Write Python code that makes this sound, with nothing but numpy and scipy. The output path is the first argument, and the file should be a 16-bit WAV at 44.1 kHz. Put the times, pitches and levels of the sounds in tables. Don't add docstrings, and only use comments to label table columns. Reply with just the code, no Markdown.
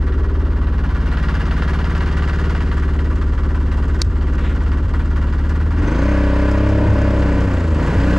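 import sys
import numpy as np
from scipy import signal
from scipy.fft import rfft, irfft
from scipy.io import wavfile
from scipy.ndimage import uniform_filter1d

SR = 44100
rng = np.random.default_rng(int(sys.argv[2]) if len(sys.argv) > 2 else 0)


def master_out(mix):
    frames = np.transpose(np.atleast_2d(mix))
    ceiling = np.clip(frames, -1, 1)
    pcm = np.round(ceiling * 32767).astype(np.int16)
    wavfile.write(sys.argv[1], SR, pcm)


def rack_gain(trim_db):
    fader = np.asarray(trim_db, float)
    return 10 ** (fader / 20)


N = 360738
T = np.arange(N) / SR

# time in seconds, cycle rate in Hz.
SPEED = [(0.0, 17.66), (0.26, 18.43), (1.4, 17.62), (2.02, 18.5), (3.77, 17.81), (4.02, 18.37),
         (4.32, 17.63), (4.93, 18.21), (5.44, 17.8), (5.8, 19.69), (6.09, 33.39), (6.32, 32.01),
         (6.73, 34.17), (7.03, 33.94), (7.48, 31.21), (7.77, 25.56), (8.01, 30.69), (8.18, 31.8)]
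# time in seconds, throttle opening from 0 to 1.
THROTTLE = [(0, 0.07), (5.7, 0.11), (5.84, 0.68), (6.03, 0.99), (7.15, 0.98), (7.38, 0.84), (7.7, 0.41),
            (7.84, 0.86), (8.18, 0.9)]
# time in seconds, leaning over the hood 0-1, looking into the footwell 0-1.
RIDER = [(0, 0.1, 1), (.45, 0.05, 0.9), (.75, 0.29, 0), (1.25, 0.96, 0.22), (1.75, 1, 0.8),
         (2.5, 0.93, 0.92), (2.9, 0.44, 0.75), (3.25, 0.22, 0.6), (3.8, 0.3, 0.55), (4.16, 0.27, 0.82),
         (4.5, 0.39, 0.48), (4.85, 0.27, 0.4), (5.75, 0.35, 0.16), (6.4, 0.29, 0.65), (6.9, 0.21, 0.75),
         (7.4, 0.39, 0.24), (7.7, 0.37, 0.2), (8.18, 0.64, 0)]
# multiple of the cycle rate, level in dB.
IDLE_HARMONICS = [(1, -19), (2, 2.5), (3, -6.5), (4, 6.5), (5, -5.5), (6, -8.5), (7, -13.5), (8, -10),
                  (9, -11), (10, -25.5), (11, -28), (12, -11.5), (13, -27), (14, -16), (15, -15), (16, -23),
                  (17, -23), (18, -19.5), (19, -24.5), (20, -24.5), (21, -18.5), (22, -25.5), (23, -45),
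                  (24, -45)]
# multiple of the cycle rate, level in dB.
PULLING_HARMONICS = [(1, -3.5), (2, 2), (3, -6.5), (4, -23.5), (5, -14), (6, -7.5), (7, -39), (8, -11.5),
                     (9, -5.5), (10, -24), (11, -20.5), (12, -23), (13, -19), (14, -25), (15, -23),
                     (16, -22), (17, -13.5), (18, -13), (19, -18), (20, -29), (21, -33), (22, -30),
                     (23, -41.5), (24, -39)]
# pitch in Hz, width in Hz, level in dB.
INTAKE = [(282, 75, 19.5), (594, 99, 12), (380, 37, -3.5)]
# time in seconds, how far it stands out in dB.
UNEVEN = [(0, 10), (1.3, 15.5), (2.0, 7.5), (3.0, 9.5), (3.5, 9.5), (4.6, 11.5), (5.7, 3), (6.4, -1),
          (6.7, 8.5), (7.3, 2.5), (7.72, 17.5), (7.86, 7), (8.18, 3)]
# time in seconds, level in dB.
RAGGED = [(0, -4), (5.75, -4), (5.9, -2), (6.08, -6.5), (6.45, -6.5), (6.72, -4), (6.82, 4), (6.95, 3),
          (7.05, 0), (7.3, 3), (7.7, 2), (7.85, 5), (8.18, 2)]
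# time in seconds, level in dB, pitch of the ringing pipe in Hz, change of bark in dB
STUMBLES = [(0.138, -35, 90, 0), (0.909, -17.5, 89, -4), (1.354, -22, 89.5, -1), (1.646, -46, 80.5, 0),
            (2.27, -38, 85, -4), (2.695, -25, 85, 0), (3.278, -44, 80.5, 0), (3.34, -29, 79, -6.5),
            (3.667, -23, 85, 0), (4.064, -10.5, 78, 14), (4.621, -25, 92, -5.5), (4.847, -13, 80, -7),
            (5.347, -35, 84, -2), (6.881, -11, 97.4, -6), (6.931, -21, 92, 5), (7.314, -30, 80, 0),
            (7.829, -21, 144, -8), (7.88, -18, 157, -27), (7.956, -13.5, 87, -10.5)]
# share of the cycle, dB in the block, dB at the top, decay in seconds.
KNOCKS = [(.21, -4.5, -9, 0.019), (0.41, -7.5, -4, 0.007), (0.54, -10, -13, 0.014),
          (0.73, -12, -6.5, 0.008)]
# time in seconds, dB relative to the usual first blow of a
EXTRA_KNOCKS = [(0.78, -6.5), (1.3404, -4), (1.507, -6.5), (1.619, -4.5), (1.678, -8), (1.732, -2),
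                (2.274, -1), (2.495, -1.5), (2.549, -7), (2.605, -2), (3.213, -1), (3.375, -12),
                (3.5455, -2), (5.3847, -5), (5.7056, -4), (3.716, 0.5), (4.716, -2), (4.936, 0.5),
                (4.994, -1), (5.877, 0), (0.4, -16), (0.8355, -13.5), (0.9477, -4.5), (1.058, -10),
                (1.2261, -4), (1.285, -4.5), (1.9505, -14), (2.0588, -14.5), (2.171, -3.5), (2.2207, -6.5),
                (2.3306, -4.5), (2.386, -5), (2.715, -8), (2.8206, -8), (3.3203, -7), (3.773, -3.5),
                (3.8254, -14.5), (4.214, -12), (4.3854, -10), (4.7698, -5.5), (5.1058, -10.5), (7.51, -6),
                (7.8, -4.5), (7.832, -11.5), (7.87, 3)]
# frequency in Hz, level in dB.
IDLE_BODY = [(120, -6.5), (200, 11), (222, 0), (242, -10), (263, 7), (296, -4), (329, -4), (350, -2.5),
             (385, -9), (633, -14), (1030, -22.5), (1880, -18.5), (2500, -29.5), (3250, -47), (5500, -120)]
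# frequency in Hz, level in dB.
PULLING_BODY = [(71, -30.5), (120, 0.5), (130, 6), (161, 3.5), (199, 0.5), (232, 2), (251, -3.5),
                (296, 2.5), (391, -16.5), (587, -14.5), (767, -19.5), (1000, -19.5), (1310, -42),
                (1500, -23.5), (2500, -34), (3250, -52), (5500, -120)]
# pitch in Hz, level in dB, time to fall 60 dB in seconds.
BLOCK = [(1010, 7, 0.03), (1183, 11, 0.021), (1413, 11, 0.015), (1537, 2.5, 0.032), (1695, -1.5, 0.041),
         (1955, -9, 0.041), (2800, -8, 0.029), (3140, -10.5, 0.024)]
# frequency in Hz, level in dB.
HOOD = [(1900, 4), (2400, -8), (2800, -0.5), (3400, -8), (3900, -10.5), (5200, -7.5), (5800, -15.5),
        (6200, -11.5), (7900, -15), (8400, -23), (9300, -28.5), (11700, -26), (13400, -43.5), (15600, -61)]
# time in seconds, level in dB.
SCREEN = [(0, -4), (.8, -19.5), (2.2, -3.5), (3, 2.5), (6.8, 0), (7.8, 6.5)]
# time of the peak in seconds, level in dB, fade in seconds.
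WHISTLES = [(5.79, -65, .05), (5.875, -53, .05), (5.945, -58, .04), (5.99, -63.5, .7), (6.1, -62, .03),
            (7.92, -64, .06), (8.15, -62, .1)]
# time in seconds, level in dB.
TICKS = [(4.0125, -32), (4.0166, -16), (4.0179, -3), (4.0192, -21), (4.022, -29), (4.034, -46)]
# pitch in Hz, level in dB, time to fall 60 dB in seconds.
CASE = [(3670, 2, 0.0027), (4720, 13.5, 0.00071), (5330, 5.5, 0.00066), (6050, -9, 0.0012),
        (7600, -8.5, 0.0019), (8700, -11.5, 0.0021), (13000, -21, 0.0032)]
# time in seconds, half length in seconds, level in dB.
RUBS = [
    (4.47, 0.068, -42),
    (2.8, .04, -58),
]
# frequency in Hz, side level over the middle in dB.
WIDTH = [(60, -38), (140, -61), (300, -16.5), (600, -14), (1100, -12), (2000, -5), (5000, -6.5),
         (8000, -5.5), (10500, -10), (12400, -1)]

# dB at rest, dB gained leaning over, dB gained at full throttle
BOOM, BARK = (-16.5, -1.4, 0.93), (-29.5, 3.6, 9.04)
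BLOCK_NOISE, HOOD_NOISE, COWL = (-38, 8, 6.8), (-66.5, 12.55, 8.6), (-6, 17.9, .3)


def exhaust(cycle, hz, load, throttle, bark_db, third_db, rough, cowl_db, well_db, lean):
    boom, bark = np.zeros(N), np.zeros(N)
    for (k, idle_db), (_, pulling_db) in zip(IDLE_HARMONICS, PULLING_HARMONICS):
        pitch = k * hz
        late = harmonic_delay(k, pitch, load, lean)
        unsteady = rough * (1.1 + .05 * k + (k < 6) * 2.0 * (1 - load))
        wobble = unsteady * (per_cycle(cycle) + 1j * per_cycle(cycle))
        open_db = pulling_db + intake_db(pitch) - intake_db(k * 32.7)
        opening = throttle if k > 5 else load
        db = idle_db + opening * (open_db - idle_db) + (k == 3) * third_db
        db += cowl_db * hump(pitch, 176.3, 22) + well_db * hump(pitch, 417, 50)
        tone = rack_gain(db) * ((1 + wobble) * np.exp(1j * (2 * np.pi * k * cycle + late))).real
        low = np.clip((150 - pitch) / 40, 0, 1)
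        boom += low * tone
        bark += (1 - low) * tone
    return even_out(boom, boom, SR // 4) + rack_gain(bark_db - 1.5) * even_out(bark, bark, SR // 4)


def harmonic_delay(k, pitch, load, lean):
    late = silencer_lag(pitch) + (k > 3) * 1.4 * load + (k == 5) * np.pi * (1 - load)
    late += (k > 12) * load * (2.4 - np.arctan((pitch - 590) / 50) + (pitch - 590) / 110)
    late += load * min(.16 * k, 2.4) + (k == 1) * np.pi * (1 - load)
    over = np.clip((lean - .45) / .4, 0, 1)
    if k < 11:
        turn = 3.2 - 4.1 * over
    elif k == 11:
        turn = 1.4 - 2.3 * over
    elif k < 14:
        turn = 1.4 + 2.1 * over
    else:
        turn = 3.6
    return late + (1 - load) * ((k > 7) * turn + (k == 18) * 1.8 - (k > 18) * 1.2)


def silencer_lag(hz):
    return np.maximum(270 / hz - 4.2, -1.4)


def intake_db(hz):
    return sum(db * hump(hz, centre, width) for centre, width, db in INTAKE)


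def stumbles():
    out, drop_db = np.zeros(N), np.zeros(N)
    for s, db, hz, bark_db in STUMBLES:
        t = np.maximum(T - s, 0)
        swell = (t / .016) * np.exp(1 - t / .016)
        out += rack_gain(db - 1.0) * np.sin(2 * np.pi * hz * t) * swell
        drop_db += np.minimum(bark_db, 0) * swell
    return out, drop_db


def clatter(cycle, load, lean, body_db, hood_db, ragged_db):
    swing_db = 2 - 6.5 * load
    puff_db = swing_db * np.cos(2 * np.pi * (cycle - .7 - .3 * load))
    puff = stereo_noise((0.5 + 0.12 * load) * rack_gain(ragged_db + puff_db))
    cycle = cycle - .5 * load
    body = block_body(cycle, load, puff)
    hood = hood_ticks(cycle, load)
    body = shelf(body, 1270, -6.5 * lean, "low")
    hood = shelf(hood, 6600, -9 * lean + follow(SCREEN), "high")
    return rack_gain(body_db) * body + rack_gain(hood_db + 18.5) * hood


def block_body(cycle, load, puff):
    blows = .12 + .55 * load + knocks(cycle, scatter_db=2.2, sharp=1.15)
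    shake = stereo_noise(blows, cycle - KNOCKS[0][0] + .03)
    shake = shelf(shake, 967, -40.5, "low") + shelf(puff, 967, -32.5, "high")
    idle = unit(colour(shake, IDLE_BODY))
    pulling = unit(colour(shake, PULLING_BODY))
    body = (1 - load) * idle + load * pulling
    block = unit(sum(rack_gain(db) * ring(shake, hz, t60) for hz, db, t60 in BLOCK))
    body += rack_gain(-11 - 8 * load) * block
    band = signal.sosfilt(signal.butter(4, [800, 2300], "band", fs=SR, output="sos"), body[0])
    body = even_out(body, band, SR // 3)
    return colour(body, [(100, -7), (200, -15), (300, -9), (450, 1), (600, -4), (750, -6.5), (950, -1.5)])


def hood_ticks(cycle, load):
    tick = stereo_noise(0.22 + 0.65 * load + knocks(cycle, scatter_db=5.5, sharp=4.8))
    top = stereo_noise(0.17 + 0.37 * load + knocks(cycle, scatter_db=6.0, sharp=4.5, top=True))
    tick = colour(tick, [(4000, 0), (4800, -3), (6000, -24)])
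    top = colour(top, [(3800, -24), (4800, -3), (5700, 0)])
    hood = colour(tick + top, HOOD)
    return even_out(hood, hood[0], SR // 3)


def knocks(cycle, scatter_db, sharp, top=False):
    env = np.zeros(N)
    for order, (share, block_db, top_db, decay) in enumerate(KNOCKS):
        db = top_db if top else block_db
        at = np.flatnonzero(np.diff(np.floor(cycle - share)))
        hit = np.zeros(N)
        hit[at] = rack_gain(db + scatter_db * rng.standard_normal(N // 1000)[:len(at)])
        if order == 0:
            for s, extra_db in EXTRA_KNOCKS:
                hit[int(s * SR)] += rack_gain(db + extra_db)
        env += signal.lfilter([1], [1, -np.exp(-sharp / (decay * SR))], hit)
    rise = np.exp(-1 / (0.002 * SR))
    return signal.lfilter([1 - rise], [1, -rise], env)


def whistle(cycle):
    hz = 6335 - 330 * np.exp(-np.maximum(T - THROTTLE[1][0], 0) / .14)
    flutter = 1 + .4 * unit(uniform_filter1d(rng.standard_normal(N), size=300))
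    flutter *= 1 + 0.7 * np.cos(2 * np.pi * cycle)
    env = np.zeros(N)
    for s, db, fade in WHISTLES:
        env += rack_gain(db) * np.exp(np.minimum((T - s) / 0.015, (s - T) / fade))
    squeak_env = rack_gain(-60) * np.exp(np.minimum((T - 5.87) / .01, (5.87 - T) / .07))
    squeak = squeak_env * np.sin(2 * np.pi * 5790 * T)
    return np.sqrt(2) * flutter * (env * np.sin(2 * np.pi * np.cumsum(hz) / SR) + squeak)


def finger():
    hit = np.zeros(N)
    for s, db in TICKS:
        hit[int(s * SR)] = rack_gain(db)
    rasp = signal.lfilter([1], [1, -np.exp(-1 / (.0022 * SR))], hit) * rng.standard_normal(N)
    tick = np.zeros(N)
    for k, (hz, db, t60) in enumerate(CASE):
        sign = -(-1) ** k
        tick += sign * rack_gain(db + 1.5) * ring(hit + 0.065 * rasp, hz, t60)
    tick = colour(tick, [(1500, -2), (2500, -1), (3600, -2), (4700, -1.5), (8500, 0), (11000, -8.5),
                         (13500, -12), (14600, -40)])
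    push = np.roll(hit, -90) * (np.abs(T - TICKS[0][0]) < .003)
    for hz, db, t60 in [(500, -9, .012), (1200, -13, .01), (2100, -18, .005)]:
        tick += rack_gain(db) * ring(push + .1 * rasp, hz, t60)
    cloth = unit(colour(rng.standard_normal(N), [(1200, -33), (1800, 9), (3900, 1.5), (4700, -29),
                                                 (7400, -13), (9000, -38)]))
    return tick + cloth * sum(rack_gain(db) * np.exp(-((T - s) / half) ** 2) for s, half, db in RUBS)


def stereo_noise(env, cycle=None):
    mid, other, pattern = rng.standard_normal((3, N))
    if cycle is not None:
        i = np.arange(N)
        new_cycle = np.diff(np.floor(cycle), prepend=0) > 0
        since = i - np.maximum.accumulate(i * new_cycle)
        repeat = .55
        mid = np.sqrt(1 - repeat ** 2) * mid + repeat * pattern[since]
    mid, other = mid * env, other * env
    late = irfft(-1j * rfft(mid), N)
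    side = colour(0.56 * late + 0.42 * other, WIDTH)
    return np.array([mid + side, mid - side])


def per_cycle(cycle):
    count = int(cycle[-1]) + 2
    return np.interp(cycle, np.arange(count), rng.standard_normal(count))


def ring(x, hz, t60):
    p = np.exp(2j * np.pi * hz / SR - np.log(1000) / (t60 * SR))
    return signal.lfilter([1], [1, -p], x).imag


def colour(x, table):
    hz, db = np.transpose(table)
    x = np.concatenate([x, x[..., :-8193:-1], x[..., 8191::-1]], axis=-1)
    size = x.shape[-1]
    f = np.maximum(np.fft.rfftfreq(size, 1 / SR), 1)
    return irfft(rfft(x) * rack_gain(np.interp(np.log(f), np.log(hz), db)), size)[..., :N]


def shelf(x, hz, db, kind):
    part = signal.sosfiltfilt(signal.butter(3, hz, kind, fs=SR, output="sos"), x)
    return x + (rack_gain(db) - 1) * part


def hump(hz, centre_hz, width_hz):
    return 1 / (1 + ((hz - centre_hz) / width_hz) ** 2)


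def even_out(x, guide, window):
    return x / np.sqrt(uniform_filter1d(guide ** 2, window))


def unit(x):
    return x / np.sqrt(np.mean(x ** 2))


def follow(table):
    return np.interp(T, *np.transpose(table))


def scene():
    s, lean, look = np.transpose(RIDER)
    lean, look = np.interp(T, s, lean), np.interp(T, s, look)
    hz = follow(SPEED)
    load = np.clip((hz - 19) / 13, 0, 1)
    throttle = np.clip(follow(THROTTLE), 0, 1)

    def level_db(layer):
        return layer[0] + layer[1] * lean + layer[2] * throttle

    ragged_db = follow(RAGGED)
    rough = np.clip(.065 + (.005 + 0.3 * (1 - throttle)) * load, 0, 1) * rack_gain(ragged_db)
    cycle = np.cumsum(hz) / SR + (4.4 - silencer_lag(2 * hz)) / (4 * np.pi)
    cycle = cycle + .004 * load * rack_gain(2 * ragged_db) * per_cycle(cycle)

    duck_db = -12.0 * np.exp(-np.maximum(T - 4.022, 0) / 0.086) * (T > 4.022)
    misses, drop_db = stumbles()
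    boom_db = level_db(BOOM) - 1.5 * hump(hz, 27.8, 1.9)
    bark_db = level_db(BARK) - boom_db + drop_db + duck_db / 2
    pipe = exhaust(cycle, hz, load, throttle, bark_db, follow(UNEVEN), rough,
                   level_db(COWL), -11 + 22 * look, lean)
    pipe = rack_gain(boom_db) * pipe + misses
    side = .45 * colour(pipe, WIDTH)
    pipe = np.array([pipe + side, pipe - side])

    rolling = np.maximum(0.71 * (T > SPEED[10][0]) - throttle, 0)
    hood_db = level_db(HOOD_NOISE) + HOOD_NOISE[2] * rolling + duck_db / 4
    parts = clatter(cycle, throttle, lean, level_db(BLOCK_NOISE) + duck_db, hood_db, ragged_db)
    return pipe + parts + whistle(cycle) + finger()


def band_limit(x):
    return signal.sosfilt(signal.butter(12, 15700, fs=SR, output="sos"), x)


def record(dry):
    dry = np.array([colour(dry[0], [(10000, .3), (12500, -7)]), dry[1]])
    x = np.tanh(0.88 * dry) / 0.76 * np.minimum(T / .004, 1)
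    x = colour(x, [(11500, 0), (13000, -2), (14700, -3), (15300, -25)])
    return band_limit(x)


dry = scene()
out = record(dry)
master_out(out)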